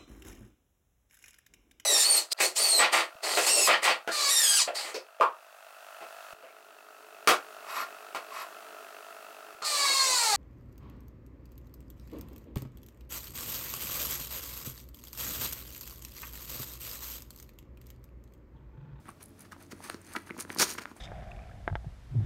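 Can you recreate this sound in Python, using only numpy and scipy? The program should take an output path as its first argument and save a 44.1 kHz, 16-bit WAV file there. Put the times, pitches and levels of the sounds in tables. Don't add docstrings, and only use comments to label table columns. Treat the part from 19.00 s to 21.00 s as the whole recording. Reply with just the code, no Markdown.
import sys
import numpy as np
from scipy import signal
from scipy.fft import rfft, irfft, next_fast_len
from scipy.io import wavfile
from scipy.ndimage import map_coordinates

SR = 44100
rng = np.random.default_rng(int(sys.argv[2]) if len(sys.argv) > 2 else 0)


def put_to_file(sound):
    columns = np.atleast_2d(sound).T
    safe = np.clip(columns, -1, 1)
    whole_steps = np.round(safe * 32767)
    wavfile.write(sys.argv[1], SR, whole_steps.astype(np.int16))


def rack_gain(trim_db):
    fader = np.asarray(trim_db, float)
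    return 10 ** (fader / 20)


N = 88200

# (f/Hz, level/dB)
AIR_TONE = [(15, -63), (32, -2.5), (80, 1.5), (277, 2), (503, -11), (1330, -16), (2990, -24), (9570, -28.5),
            (16000, -31)]
# (f/Hz, width/Hz, level/dB)
HUM = [(90.4, 20, -68.5), (218.9, 9.6, -70), (284.2, 6.5, -65.5), (344, 22, -69), (432, 9.4, -74.5),
       (599, 110, -71.5)]
# (f/Hz, t60/s)
WALL_DECAY = [(200, 0.39), (2000, 0.27), (10000, 0.18)]
# (f/Hz, width/Hz, level/dB)
POCKET_TONE = [(209.4, 82, -6), (340.5, 42, -2), (442, 86, -9.5)]
# (f/Hz, width/Hz, level/dB)
SHEET_TONE = [(321, 305, -2), (700, 410, -11.5), (1060, 580, -4), (1540, 810, -3.5), (2300, 440, -7.5)]
# (f/Hz, width/Hz, level/dB)
SCRAPE_TONE = [(3230, 2200, -10), (4500, 1340, 0), (6180, 570, 2.5), (9300, 1800, 2.5), (11200, 4600, -9),
               (14200, 10000, -13)]
# (f/Hz, width/Hz, level/dB)
TEAR_TONE = [(2900, 2300, -5.5), (4600, 1050, 0), (5600, 490, 0), (6610, 600, 1.5), (8950, 1320, -2.5),
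             (12600, 3800, -8)]
# (t/s, level/dB)
SAGS = [
    (.002, 9),
    (.085, 12),
    (.526, 11),
    (1.788, 11),
]
# (t/s, level/dB)
FLAPS = [
    (1.3062, 13),
    (1.39, 6.5),
    (1.58, 13.5),
    (1.598, 13.5),
    (1.607, 13.5),
    (1.623, 17.5),
    (1.639, 9.5),
    (1.668, 2),
    (1.721, -4),
]
# (t/s, peak level/dB, snap f/Hz, level of its thump/dB)
POPS = [(0.0562, -47, 1500, -60), (0.7226, -40, 1710, -66), (.8968, -38.5, 755, -66),
        (0.564, -44.5, 950, -72), (0.73, -42.5, 1300, -36), (0.804, -39, 860, -49),
        (0.899, -23.5, 1430, -45), (0.944, -33, 1250, -35.5), (1.154, -31, 1010, -42.5),
        (1.1634, -20, 1850, -39.5), (1.1665, -22.5, 2000, -31.5), (1.272, -41.5, 1520, -65),
        (1.3022, -32.5, 1410, -44), (1.346, -45.5, 1790, -40), (1.3663, -37.5, 980, -47),
        (1.383, -44, 1530, -35), (1.3892, -36.5, 1480, -60), (1.3931, -33.5, 1430, -60),
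        (1.45, -36, 1470, -38.5), (1.4778, -46, 1300, -62), (1.4951, -36, 820, -51),
        (1.5025, -24, 1850, -34.5), (1.562, -30, 1050, -35.5), (1.5967, -24, 1100, -58),
        (1.6097, -18, 1590, -63), (1.6134, -24, 1000, -60), (1.6194, -25, 1920, -58),
        (1.6234, -23.5, 950, -63), (1.628, -20.5, 1750, -58), (1.63, -19, 1150, -65),
        (1.6692, -31.5, 1370, -62), (1.7504, -37.5, 1310, -43), (1.7533, -35, 1600, -62),
        (1.785, -25, 2620, -70), (1.794, -34, 1400, -60), (1.836, -41, 1800, -60),
        (1.8556, -24.5, 1530, -57), (1.914, -38.5, 1020, -41), (1.964, -47.5, 760, -63)]
# (t/s, peak level/dB, f/Hz)
TWANGS = [(.0845, -41.5, 1200), (.0898, -36, 1170), (.5203, -35.5, 1680), (.5258, -39, 1500),
          (.5295, -37.5, 1270), (1.1513, -27.5, 1330), (1.2938, -35.5, 1550), (1.3071, -28, 2150),
          (1.178, -42, 2000), (1.7838, -29.5, 1370), (.886, -47, 1150)]
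# (t/s, peak level/dB, f/Hz)
TICKS = [(0.0567, -44, 9600), (.075, -41, 9400), (0.0845, -36, 10000), (0.0905, -31, 9300),
         (0.1035, -33, 9300), (0.1154, -41, 9320), (0.2295, -24, 10600), (0.2384, -32, 10000),
         (0.2405, -32, 10100), (0.2568, -34, 10500), (.2595, -30, 10600), (0.2836, -37, 10400),
         (0.2924, -38, 11000), (0.306, -45, 9860), (0.3935, -33.5, 9900), (0.4073, -27.5, 10200),
         (0.4202, -29, 10000), (0.626, -31, 10840), (0.6654, -43, 6600), (1.0162, -35, 8600),
         (1.0488, -38, 6560), (1.067, -34.5, 8500), (1.0906, -39, 9650), (1.1362, -25, 8600),
         (1.2207, -37.5, 8650), (.9265, -39, 8000), (1.379, -27.5, 10500), (1.3922, -28, 9500),
         (1.4005, -17, 9800), (1.4068, -14, 9400), (1.4155, -29, 9600), (1.5745, -31, 10400),
         (1.5867, -17, 9900), (1.593, -13, 9560), (1.5982, -19, 9500), (1.6245, -10, 9150),
         (1.736, -21, 9300), (1.7615, -37, 9100), (1.4231, -23, 9400), (1.5481, -19.5, 12000),
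         (1.7398, -21, 9900), (1.9668, -36.5, 8350)]
# (t/s, peak level/dB, f/Hz)
CRACKS = [(.5215, -44, 4600), (.7215, -34, 4500), (0.8988, -22.5, 4350), (0.944, -31, 4100),
          (1.1632, -26, 4360), (1.3789, -34.5, 6750), (1.3922, -35.5, 5400), (1.4004, -30, 5900),
          (1.4019, -30, 6100), (1.4066, -26.5, 6500), (1.4087, -28.5, 5700), (1.4152, -35, 5600),
          (1.4236, -34, 6100), (1.548, -36, 5000), (1.5745, -30, 4800), (1.5856, -21, 5100),
          (1.5869, -14, 4850), (1.5928, -14.5, 4600), (1.5979, -9.5, 5650), (1.601, -19, 5860),
          (1.6073, -13, 4800), (1.609, -14, 5430), (1.6132, -15, 5060), (1.6162, -13, 5600),
          (1.6184, -10.5, 5600), (1.62, -12, 5750), (1.622, -11, 5530), (1.6245, -11, 5950),
          (1.6281, -9.5, 5500), (1.6308, -15, 4600), (1.6338, -17, 6000), (1.6378, -16, 5900),
          (1.6408, -19, 5000), (1.6432, -23, 6200), (1.695, -24.5, 6300), (1.703, -24, 6500),
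          (1.7811, -30, 5200), (1.7875, -32, 5100), (1.794, -34, 5100), (1.8205, -34, 4800),
          (1.8362, -40, 4800), (1.8556, -41, 3470)]
# (peak t/s, rise/s, fall/s, level/dB, sheet over it/dB)
SCRAPES = [(.09, 0.05, 0.042, -63, 11.5), (.225, 0.02, 0.028, -54, -4), (.41, 0.059, 0.09, -60.5, 0),
           (.62, 0.057, 0.064, -59, -1.5), (.85, 0.047, 0.065, -47, -2), (1.07, 0.043, .1, -63, -16),
           (1.14, 0.15, 0.14, -54.5, 2), (1.275, 0.033, 0.068, -58, 4), (1.408, 0.018, 0.037, -44, -3.5),
           (1.392, 0.015, .012, -48.5, 1.5), (1.52, 0.051, 0.067, -50, 1), (1.97, 0.026, 0.11, -62.5, 3.5),
           (.78, 0.092, 0.11, -64.5, 2)]
# (peak t/s, rise/s, fall/s, level/dB, sheet over it/dB)
TEARS = [(.524, 0.013, 0.02, -53, 0), (.721, 0.02, 0.014, -48.5, 0.5), (0.908, 0.09, 0.13, -57, 3.5),
         (1.163, 0.013, 0.014, -47.5, 7), (1.599, 0.0089, 0.051, -28.5, -3.5),
         (1.621, 0.045, 0.043, -25.5, -5), (1.675, 0.031, 0.063, -43.5, -17),
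         (1.705, 0.071, 0.072, -39.5, -5.5), (1.787, 0.013, 0.014, -45.5, 7.5),
         (1.82, 0.016, 0.021, -49.5, 3.5), (1.81, 0.035, 0.063, -58.5, 5), (1.37, 0.081, 0.054, -63, -5),
         (1.915, 0.13, 0.032, -65, 6), (.212, 0.019, 0.012, -61, 5), (.452, 0.0091, 0.025, -64.5, 4.5),
         (.612, 0.021, 0.019, -74, 13), (.55, 0.02, 0.014, -80, 21.5)]


def unit(x):
    return x / np.sqrt(np.mean(x ** 2) + 1e-20)


def along(points, hz):
    f, value = np.transpose(points)
    return np.interp(np.log(hz + 1), np.log(f + 1), value)


def filtered(x, response):
    size = next_fast_len(N + SR // 2)
    spectrum = rfft(x, size) * response(np.fft.rfftfreq(size, 1 / SR))
    return irfft(spectrum, size)[:N]


def thin(f, hz):
    return (1j * f / hz / (1 + 1j * f / hz)) ** 3


def peaks(rows):
    def response(f):
        total = 0
        for k, (centre, width, db) in enumerate(rows):
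            damping = 1j * f * width
            total = total + (-1) ** k * rack_gain(db) * damping / (centre * centre - f * f + damping)
        return total
    return response


def impulses(rows):
    push = np.zeros(N)
    for s, db in rows:
        push[round(s * SR)] = rack_gain(db)
    return push


def air():
    return rack_gain(-58) * unit(filtered(rng.standard_normal(N), lambda hz: rack_gain(along(AIR_TONE, hz))))


def hum():
    out = rack_gain(-62) * np.sin(2 * np.pi * HUM[0][0] * np.arange(N) / SR)
    for hz, width, db in HUM:
        note = peaks([(hz, width, 0)])
        out = out + rack_gain(db) * unit(filtered(rng.standard_normal(N), lambda f: note(f) ** 2))
    return out


def walls(x):
    hz, t, z = signal.stft(rng.standard_normal(SR // 3), SR, nperseg=256)
    decay = rack_gain(-60 * t / along(WALL_DECAY, hz)[:, None])
    tail = signal.istft(z * decay, SR, nperseg=256)[1]
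    return signal.fftconvolve(np.pad(x, (200, 0)), tail / np.linalg.norm(tail))[:N]


def pocket():
    pop_pushes = [(s - .001, thump_db + 45.5) for s, _, _, thump_db in POPS]
    push = impulses([*pop_pushes, *FLAPS])
    thump = filtered(push, lambda f: peaks(POCKET_TONE)(f) * thin(f, 54) / (1 + 1j * f / 900))
    return thump + filtered(impulses(SAGS), lambda f: peaks(POCKET_TONE[:1])(f) ** 2)


def snaps(rows, cycles, grainy, lift_db, colour, lead_db, lead_s):
    out, t = np.zeros(N + SR), np.arange(SR // 50) / SR
    f = np.fft.rfftfreq(len(t), 1 / SR)
    for s, db, hz, *_ in rows:
        noise = rng.standard_normal(len(t))
        envelope = np.exp(-t * hz / cycles) * (1 - np.exp(-1.5 * t * hz))
        ring = (np.sin(2 * np.pi * hz * t) + grainy * noise) * envelope
        ring = irfft(rfft(ring) * colour(f, hz), len(t))
        ring = rack_gain(db + lift_db) * ring / np.abs(ring).max()
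        slip_s = s + lead_s * (rng.standard_normal() - .4)
        out[round(s * SR):][:len(t)] += ring
        out[round(slip_s * SR):][:len(t)] -= rack_gain(lead_db) * ring
    return out[:N]


def buckling():
    def dull(f, hz):
        sheet_limit = 1 - (f / 3200) ** 2 + 1j * f / 3000
        return thin(f, 206) / sheet_limit / (1 + 1j * f / (2.0 * hz)) ** 2
    pop = snaps(POPS, cycles=.6, grainy=.7, lift_db=1, colour=dull, lead_db=-24, lead_s=.003)
    twang = snaps(TWANGS, cycles=2.0, grainy=0.64, lift_db=-0.4, colour=dull, lead_db=-10.5, lead_s=.0025)
    return pop + twang


def ticks():
    def bright(f, hz):
        return thin(f, 0.78 * hz) ** 2 / (1 + 1j * f / hz) ** 4.54
    return snaps(TICKS, cycles=1.95, grainy=0.77, lift_db=-7.5, colour=bright, lead_db=-11.5, lead_s=0.0018)


def cracks():
    def broad(f, hz):
        return peaks(TEAR_TONE)(f) + 0.19 * thin(f, 1000)
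    return snaps(CRACKS, cycles=1.85, grainy=0.83, lift_db=-3, colour=broad, lead_db=-13, lead_s=0.0012)


def grit(per_s, spread_db, smooth):
    chance, side, size = rng.random((3, N))
    slips = (chance < per_s / SR) * np.sign(side - .5) * rack_gain(-spread_db * np.log(size + .04))
    return unit(unit(slips) + smooth * rng.standard_normal(N))


def crackle(tone, per_s, spread_db, smooth, shared, clump_db):
    clump_rate = 300
    drift = rng.standard_normal(int(N * clump_rate / SR) + 4)
    clumps = rack_gain(clump_db * map_coordinates(drift, [np.arange(N) * clump_rate / SR]))
    common = grit(per_s, spread_db, smooth)
    out = np.zeros(N)
    for hz, width, db in tone:
        slips = clumps * (shared * common + grit(per_s, spread_db, smooth))
        resonance = peaks([(hz, 1.5 * width, 0)])
        out += rack_gain(db) * np.sqrt(width) * unit(filtered(slips, lambda f: resonance(f) ** 2))
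    return unit(out)


def strokes(rows, fibres, sheet):
    t, fine, body = np.arange(N) / SR, np.zeros(N), np.zeros(N)
    for s, rise, fall, db, body_db in rows:
        away = np.where(t < s, (s - t) / rise, (t - s) / fall)
        power = rack_gain(2 * db - 47.7 * away ** 1.33)
        fine += power
        body += power * rack_gain(2 * body_db)
    return np.sqrt(fine) * fibres + np.sqrt(body) * sheet


def scrape(sheet):
    fibres = crackle(SCRAPE_TONE, 2700, spread_db=8.0, smooth=1.4, shared=0.7, clump_db=3.5)
    return strokes(SCRAPES, fibres, sheet)


def tear(sheet):
    fibres = crackle(TEAR_TONE, 2500, spread_db=5, smooth=.8, shared=.6, clump_db=.9)
    return strokes(TEARS, fibres, sheet)


def scene():
    sheet = crackle(SHEET_TONE, 3000, spread_db=5.0, smooth=1.0, shared=0.4, clump_db=1.35)
    paper = scrape(sheet) + tear(sheet) + pocket() + buckling() + ticks() + cracks()
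    return (paper + rack_gain(-15) * walls(paper) + air() + hum())[None]


def low_pass(x):
    return signal.sosfilt(signal.butter(12, 16810, fs=SR, output="sos"), x)


def record(dry):
    def edge(hz):
        return rack_gain(-59) * (hz < 16600) + 1 / (1 + (hz / 15750) ** 200)
    mix = filtered(dry[0], edge)[None]
    return low_pass(mix)


dry = scene()
out = record(dry)
put_to_file(out)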